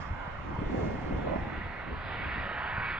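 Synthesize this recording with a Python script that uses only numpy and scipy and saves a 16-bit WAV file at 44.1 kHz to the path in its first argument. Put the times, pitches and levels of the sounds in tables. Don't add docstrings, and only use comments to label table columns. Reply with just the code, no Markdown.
import sys
import numpy as np
from scipy import signal
from scipy.fft import rfft, irfft, next_fast_len
from scipy.io import wavfile
from scipy.ndimage import uniform_filter1d, map_coordinates

SR = 44100
rng = np.random.default_rng(int(sys.argv[2]) if len(sys.argv) > 2 else 0)


def inscribe(sig):
    pcm = np.round(np.clip(np.atleast_2d(sig).T, -1, 1) * 32767)
    wavfile.write(sys.argv[1], SR, pcm.astype(np.int16))


N = 131859

# t/s, then roar, fan rush, treble level/dB ahead of the trims
APPROACH_DB = [(0.0, -47.5, -53, -64), (0.61, -47, -52.5, -63), (0.7, -49.5, -50.5, -64),
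               (1.15, -46.5, -50, -63), (1.26, -48, -49, -56.5), (1.38, -48.5, -48.5, -60.5),
               (1.56, -49, -46.5, -57.5), (1.78, -46.5, -46, -59.5), (1.95, -45.5, -48, -56.5),
               (2.12, -47, -42.5, -52.5), (2.36, -47.5, -39, -50), (2.5, -44.5, -42.5, -51.5),
               (2.8, -44, -40, -53), (2.9, -46, -37, -50), (2.99, -40, -43, -50.5)]
ROAR_TRIM_DB, RUSH_TRIM_DB, TREBLE_TRIM_DB = 3, 1.46, 1
# t/s, level/dB
BODY_LEVEL_DB = [(0, -53.5), (.35, -55.5), (1.0, -47.5), (1.55, -47.5), (1.85, -52.5), (2.05, -49),
                 (2.14, -43.5), (2.25, -49), (2.42, -48.5), (2.6, -47), (2.99, -61)]
# f/Hz, density/dB
ROAR_SPECTRUM_DB = [(40, -21), (150, -7.5), (400, -21.5), (540, -3.5), (720, -5.5), (980, 1.5),
                    (1150, -2.5), (1400, -2.5), (1750, -11.5), (2400, -26.5), (5000, -65)]
BODY_SPECTRUM_DB = [(150, -11.5), (330, -5), (450, -2.5), (620, -2.5), (740, 2), (900, -2), (1300, -37.5),
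                    (3000, -64.5)]
RUSH_SPECTRUM_DB = [(700, -7.5), (1150, -7), (1450, 2.5), (1700, 0), (1900, 2.5), (2150, -1.5),
                    (2500, -4.5), (2900, -9.5), (3600, -60.5), (6000, -81)]
TREBLE_SPECTRUM_DB = [(1500, -36.5), (2300, -0.5), (2800, 3.5), (3400, 2.5), (4000, -6), (4700, -12.5),
                      (5500, -30.5), (7000, -70), (10000, -62.5)]
# f/Hz, left-right correlation/1
JET_ALIKE = [(100, 0.57), (280, 0.25), (680, 0.85), (1100, 0.65), (1800, 0.85), (2900, 0.24), (5000, 0.62)]
# f/Hz, right over left/dB
JET_BALANCE_DB = [(150, -5), (420, -2), (700, 0), (1100, 2), (1800, 1), (2900, 0), (5000, 1.5)]
# f/Hz, left lead/rad
JET_LEAD_RAD = [(300, 0.43), (1200, -0.92), (1800, -0.64), (2400, -0.57), (3200, -1.2), (5000, -0.12)]
# t/s, right over left/dB, side gain/dB; direct sound outgrows scattered
BEARING_DB = [(0, 5.5, 3.5), (.7, 3.5, 3.5), (1.5, 3, 0), (2.2, 2, -3), (2.99, 1.5, -9.5)]
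# t/s, half length/s, centre f/Hz, slide/(Hz/s), half width/Hz, level/dB
SWELLS = [(1.57, 0.16, 1920, 1, 139, -47), (2.451, 0.2, 1859, -300, 80.4, -43),
          (2.322, 0.1, 2490, -1, 220, -51), (2.349, .15, 1120, -200, 110.6, -47),
          (2.562, 0.18, 1415, 2.5, 201.5, -46), (2.86, 0.21, 1526, -300, 138.6, -41),
          (2.88, 0.18, 2450, 1.5, 188.5, -48)]
# t/s, f/Hz
BLADE_HZ = [(0, 2154), (.3, 2150), (.65, 2143), (1.15, 2151), (1.5, 2182), (1.8, 2207), (2.2, 2227),
            (2.6, 2241), (2.99, 2257)]
# t/s, level/dB ahead of flicker
BLADE_LEVEL_DB = [(0, -59), (.3, -60), (.48, -63.5), (.64, -57), (.87, -54), (1.02, -60), (1.2, -55),
                  (1.42, -69), (1.55, -53.5), (1.8, -54.5), (2.05, -70.5), (2.22, -47), (2.55, -61),
                  (2.7, -53.5), (2.86, -44), (2.99, -46.5)]
OCTAVE_RE_BLADE_DB, BLADE_WANDER_HZ = -30, 1.9
# t/s, level/dB ahead of flicker
LOW_TONE_LEVEL_DB = [(0, -65), (1.5, -58), (1.8, -56), (2.25, -60.5), (2.5, -45), (2.7, -52), (2.99, -53)]
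LOW_TONE_HZ, LOW_TONE_WANDER_HZ, TONE_FLICKER_DB = 1270, 4, 1.1
# f/Hz, level re untrimmed rush/dB
PARTIALS = [(1878, -16.5), (1985, -18.5), (1594, -21), (2379, -26), (2925, -31), (3129, -34), (3209, -34)]
PARTIAL_WANDER_RATIO, PARTIAL_FLICKER_DB = .003, 1

# t/s, level/dB ahead of trim and balance
HISS_LEVEL_DB = [(0, -69.5), (.1, -78), (.57, -77.5), (.82, -69), (1.05, -73.5), (1.48, -79), (1.7, -83.5),
                 (2.5, -88), (2.99, -102)]
# f/Hz, density/dB
HISS_SPECTRUM_DB = [(2000, -15), (3500, 4), (4400, 8.5), (5200, 7.5), (6000, 2), (7000, 0), (8000, -9.5),
                    (9000, -18.5), (11000, -31.5), (15000, -41)]
# f/Hz, right over left/dB
HISS_BALANCE_DB = [(3500, 13), (4500, 0), (5500, 8), (7000, 10.5), (9000, 13), (12000, -2)]
# f/Hz, left lead/rad
HISS_LEAD_RAD = [(2500, 4), (4000, 3.4), (5500, 1.6), (8000, 1.3)]
HISS_TRIM_DB, FLOOR_DB = 5.5, -85

# t/s, level/dB ahead of trim
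RUMBLE_LEVEL_DB = [(0.0, -36), (0.04, -50.5), (0.11, -34), (0.19, -45.5), (.4, -42.5), (0.8, -36.5),
                   (0.99, -41.5), (1.17, -35.5), (1.22, -42), (1.42, -35.5), (1.48, -45), (1.66, -41),
                   (1.8, -47), (1.94, -40.5), (2.04, -42), (2.42, -41), (2.56, -51.5), (2.76, -42),
                   (2.86, -44.5), (2.99, -44.5)]
# t/s, flutter level/dB ahead of trim
GUST_DB = [(0, -52.5), (.36, -62), (.5, -42), (.55, -48.5), (.6, -44), (.72, -39.5), (.78, -38.5),
           (.85, -37), (.94, -41), (1.02, -45), (1.12, -40), (1.18, -40), (1.23, -41.5), (1.28, -40.5),
           (1.36, -42.5), (1.41, -45), (1.47, -46), (1.56, -47.5), (1.81, -61.5), (1.87, -47.5),
           (1.93, -48), (2.01, -59), (2.14, -56), (2.26, -46), (2.32, -59.5), (2.4, -44.5), (2.52, -63.5),
           (2.99, -63.5)]
RUMBLE_TRIM_DB, FLUTTER_TRIM_DB = 0.5, 2.5
STRONG_GUST_DB, BLUSTER_DB, BLUSTER_DB_PER_DB = -41, -42, 1.44
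# t/s, level/dB, flow speed re nominal/1
TEARS = [(.54, -65, 0.72), (.6, -46, 0.82), (.7, -42, 0.74), (.79, -36.5, 0.83), (.85, -37.5, 0.91),
         (1.0, -54.5, .7), (1.11, -40, 0.71), (1.2, -39.5, 0.85), (1.24, -41.5, 0.81), (1.27, -31, 0.91),
         (1.295, -41, 1.02), (1.342, -28, 1.12), (1.39, -47.5, 1.17), (1.5, -73, .8), (1.85, -55, .65),
         (1.92, -42.5, .8), (1.97, -62.5, 0.72)]
# f/Hz, density/dB (tearing: at nominal flow speed)
RUMBLE_SPECTRUM_DB = [(8, -8), (25, -2), (45, -4), (80, -1.5), (120, -7), (180, -10), (300, -23),
                      (800, -82)]
FLUTTER_SPECTRUM_DB = [(40, -26.5), (100, -9), (170, -4.5), (240, -4), (330, -5.5), (500, -24), (1100, -40),
                       (3000, -77)]
BLUSTER_SPECTRUM_DB = [(120, -17.5), (220, 1), (310, -2.5), (420, -6), (600, -5), (1000, -10.5),
                       (3000, -76)]
TEARING_SPECTRUM_DB = [(200, -21.5), (400, -1), (540, 6), (720, -3.5), (950, -11), (1400, -19.5),
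                       (3000, -40.5), (6000, -91.5)]
# f/Hz, left-right correlation/1
WIND_ALIKE = [(30, .97), (80, .9), (160, .66), (280, .45), (500, .42), (1200, .2)]
# f/Hz, right over left/dB
WIND_BALANCE_DB = [(60, -1), (180, 1.5), (350, 0.4), (650, 7), (1500, 1.5)]
# f/Hz, left lead/rad
WIND_LEAD_RAD = [(30, 0), (100, .1), (200, .55), (300, 1.1), (500, 2.1), (800, 2.9), (1200, 3.3)]
# t/s, peak/dB, half length/s
THUMPS = [(.113, -30, 0.003), (0.28, -32, 0.0016), (0.59, -24.5, 0.0016), (0.669, -30, 0.0045),
          (0.777, -27.5, 0.0016), (0.833, -26, 0.0015), (1.15, -24.5, .002), (1.181, -34, 0.0054),
          (1.393, -41, 0.0081), (1.427, -28.5, 0.0033), (1.472, -29.5, 0.0013), (1.927, -41, .0016),
          (1.941, -31, 0.0028), (2.269, -34, .0028), (2.384, -34, 0.0019), (2.4, -34, 0.0032),
          (2.783, -29, 0.0015)]
# t/s, peak suction/dB
POPS = [(.62, -24.5), (0.737, -24.5), (.747, -20), (0.794, -27.5), (0.819, -27.5), (.833, -28.5),
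        (.876, -24), (0.887, -27.5), (1.111, -23), (1.126, -19), (1.361, -18)]
POP_HALF_S = 0.00092

TOP_HZ, FADE_S = 14500, .002


def amp(db):
    return 10 ** (np.asarray(db) / 20)


def unit(x):
    return x / np.sqrt(np.mean(x ** 2) + 1e-20)


def along(points, hz):
    f, v = np.transpose(points)
    return np.interp(np.log(hz + 1), np.log(f + 1), v)


def clock():
    return np.arange(N) / SR


def curves(rows):
    s, *cols = np.transpose(rows)
    return [np.interp(clock(), s, c) for c in cols]


def wobble(knots_per_s):
    return map_coordinates(rng.standard_normal(1024), [clock() * knots_per_s + 2], mode="wrap")


def phase_of(hz):
    return 2 * np.pi * np.cumsum(hz) / SR


def filtered(x, response):
    m = next_fast_len(N + SR // 2)
    return irfft(rfft(x, m) * response(np.fft.rfftfreq(m, 1 / SR)), m)[..., :N]


def paired(pair, shape, alike):
    def mid_side_gains(hz):
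        turn = np.arccos(np.clip(along(alike, hz), -1, 1)) / 2
        return shape(hz) * np.array([np.cos(turn), np.sin(turn)])

    mid, side = filtered(pair, mid_side_gains)
    return unit(np.array([mid + side, mid - side]))


def patchy_noise(spectrum, alike, patchy_db):
    z = signal.stft(rng.standard_normal((2, N)), nperseg=1024)[2]
    field = uniform_filter1d(rng.standard_normal(z.shape[1:]), size=6, axis=0)
    field = uniform_filter1d(field, size=12, axis=1)
    pair = signal.istft(z * amp(patchy_db * unit(field)), nperseg=1024)[1][:, :N]
    return paired(pair, lambda hz: amp(along(spectrum, hz)), alike)


def eddies(spectrum, knots_per_s, lumpy_db):
    pair = rng.standard_normal((2, N)) * amp(lumpy_db * np.tanh(wobble(knots_per_s)))
    return paired(pair, lambda hz: amp(along(spectrum, hz)), WIND_ALIKE)


def rescaled(x, speed, anchor_s=0):
    position_s = np.cumsum(speed) / SR
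    position_s = position_s + anchor_s - np.interp(anchor_s, clock(), position_s)
    return unit(np.array([map_coordinates(side, [position_s * SR], mode="mirror") for side in x]))


def placed(x, balance_db, lead_rad):
    side = np.array([[-.5], [.5]])
    return filtered(x, lambda hz: amp(side * along(balance_db, hz)) * np.exp(-1j * side * along(lead_rad, hz)))


def jet_noise():
    roar_db, rush_db, treble_db = curves(APPROACH_DB)
    body_db, = curves(BODY_LEVEL_DB)
    roar_gain = amp(roar_db + ROAR_TRIM_DB + 0.74 * wobble(14))
    roar = roar_gain * patchy_noise(ROAR_SPECTRUM_DB, JET_ALIKE, patchy_db=2.7)
    body_gain = amp(body_db + 0.32 * wobble(4.7))
    body = body_gain * patchy_noise(BODY_SPECTRUM_DB, JET_ALIKE, patchy_db=0.4)
    fan_gain = amp(rush_db + RUSH_TRIM_DB + 0.31 * wobble(13.0))
    fans = fan_gain * patchy_noise(RUSH_SPECTRUM_DB, JET_ALIKE, patchy_db=0.4)
    treble_gain = amp(treble_db + TREBLE_TRIM_DB + 0.64 * wobble(30))
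    treble = treble_gain * patchy_noise(TREBLE_SPECTRUM_DB, JET_ALIKE, patchy_db=2.5)
    return roar + body + fans + treble


def jet_tones():
    blade_hz, = curves(BLADE_HZ)
    blade_db, = curves(BLADE_LEVEL_DB)
    low_db, = curves(LOW_TONE_LEVEL_DB)
    blade_phase = phase_of(blade_hz + BLADE_WANDER_HZ * wobble(40))
    low_phase = phase_of(LOW_TONE_HZ + LOW_TONE_WANDER_HZ * wobble(35))

    def tone(phase, rms_db):
        return np.sqrt(2) * amp(rms_db + TONE_FLICKER_DB * wobble(22.53)) * np.sin(phase)

    blade = tone(blade_phase, blade_db)
    octave = tone(2 * blade_phase, blade_db + OCTAVE_RE_BLADE_DB)
    return blade + octave + tone(low_phase, low_db)


def jet_partials():
    rush_db = curves(APPROACH_DB)[1]
    out = np.zeros(N)
    for hz, db in PARTIALS:
        phase = phase_of(hz * (1 + PARTIAL_WANDER_RATIO * wobble(25)))
        flicker_db = PARTIAL_FLICKER_DB * np.tanh(wobble(11.0))
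        out += np.sqrt(2) * amp(rush_db + db + flicker_db) * np.sin(phase)
    return out


def hiss():
    level_db, = curves(HISS_LEVEL_DB)
    gain = amp(level_db + HISS_TRIM_DB + 0.58 * wobble(60))
    rustle = gain * patchy_noise(HISS_SPECTRUM_DB, [(5000, 0.5)], patchy_db=3.0)
    return placed(rustle, HISS_BALANCE_DB, HISS_LEAD_RAD) + amp(FLOOR_DB) * rng.standard_normal((2, N))


def rumble():
    level_db, = curves(RUMBLE_LEVEL_DB)
    return amp(level_db + RUMBLE_TRIM_DB) * eddies(RUMBLE_SPECTRUM_DB, knots_per_s=87, lumpy_db=1.0)


def flutter():
    gust_db, = curves(GUST_DB)
    return amp(gust_db + FLUTTER_TRIM_DB) * eddies(FLUTTER_SPECTRUM_DB, knots_per_s=110, lumpy_db=3.5)


def bluster():
    gust_db, = curves(GUST_DB)
    level_db = BLUSTER_DB + BLUSTER_DB_PER_DB * (gust_db - STRONG_GUST_DB)
    return amp(level_db) * eddies(BLUSTER_SPECTRUM_DB, knots_per_s=94, lumpy_db=3.5)


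def thumps():
    out = np.zeros(N)
    for s, db, half_s in THUMPS:
        u = (clock() - s) / half_s
        out -= amp(db) * u * np.exp((1 - u ** 2) / 2)
    return out


def tearing():
    level_db, speed = curves(TEARS)
    turbulence = eddies(TEARING_SPECTRUM_DB, knots_per_s=190, lumpy_db=4)
    return amp(level_db) * rescaled(turbulence, speed)


def pops():
    out = np.zeros(N)
    for s, db in POPS:
        u = (clock() - s) / POP_HALF_S
        out -= amp(db) * (1 - u ** 2) / (1 + u ** 2) ** 2
    return out


def jet_swells():
    out = np.zeros((2, N))
    for s, half_s, centre_hz, slide_hz_per_s, width_hz, db in SWELLS:
        bell = lambda hz: np.exp(-((hz - centre_hz) / width_hz) ** 2 / 2)
        band = paired(rng.standard_normal((2, N)), bell, JET_ALIKE)
        t = clock() - s
        envelope = amp(db) * np.exp(-(t / half_s) ** 2 / 2)
        out += envelope * rescaled(band, 1 + slide_hz_per_s * t / centre_hz, anchor_s=s)
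    return out


def jet():
    left, right = jet_noise() + jet_tones() + jet_partials() + jet_swells()
    pan_db, width_db = curves(BEARING_DB)
    mid = (left + right) / 2
    side = amp(width_db) * (left - right) / 2
    pan_gain = amp(np.array([-pan_db, pan_db]) / 2)
    return placed(np.array([mid + side, mid - side]) * pan_gain, JET_BALANCE_DB, JET_LEAD_RAD)


def wind():
    pressure = rumble() + flutter() + bluster() + tearing() + pops()
    return placed(pressure, WIND_BALANCE_DB, WIND_LEAD_RAD)


def scene():
    return jet() + hiss() + wind() + thumps()


def record(dry):
    to_end_s = np.minimum(clock(), clock()[::-1])
    ease = np.sin(np.pi / 2 * np.clip(to_end_s / FADE_S, 0, 1)) ** 2
    low_pass = signal.ellip(8, .1, 70, TOP_HZ, fs=SR, output="sos")
    return signal.sosfilt(low_pass, dry * ease)


dry = scene()
out = record(dry)
inscribe(out)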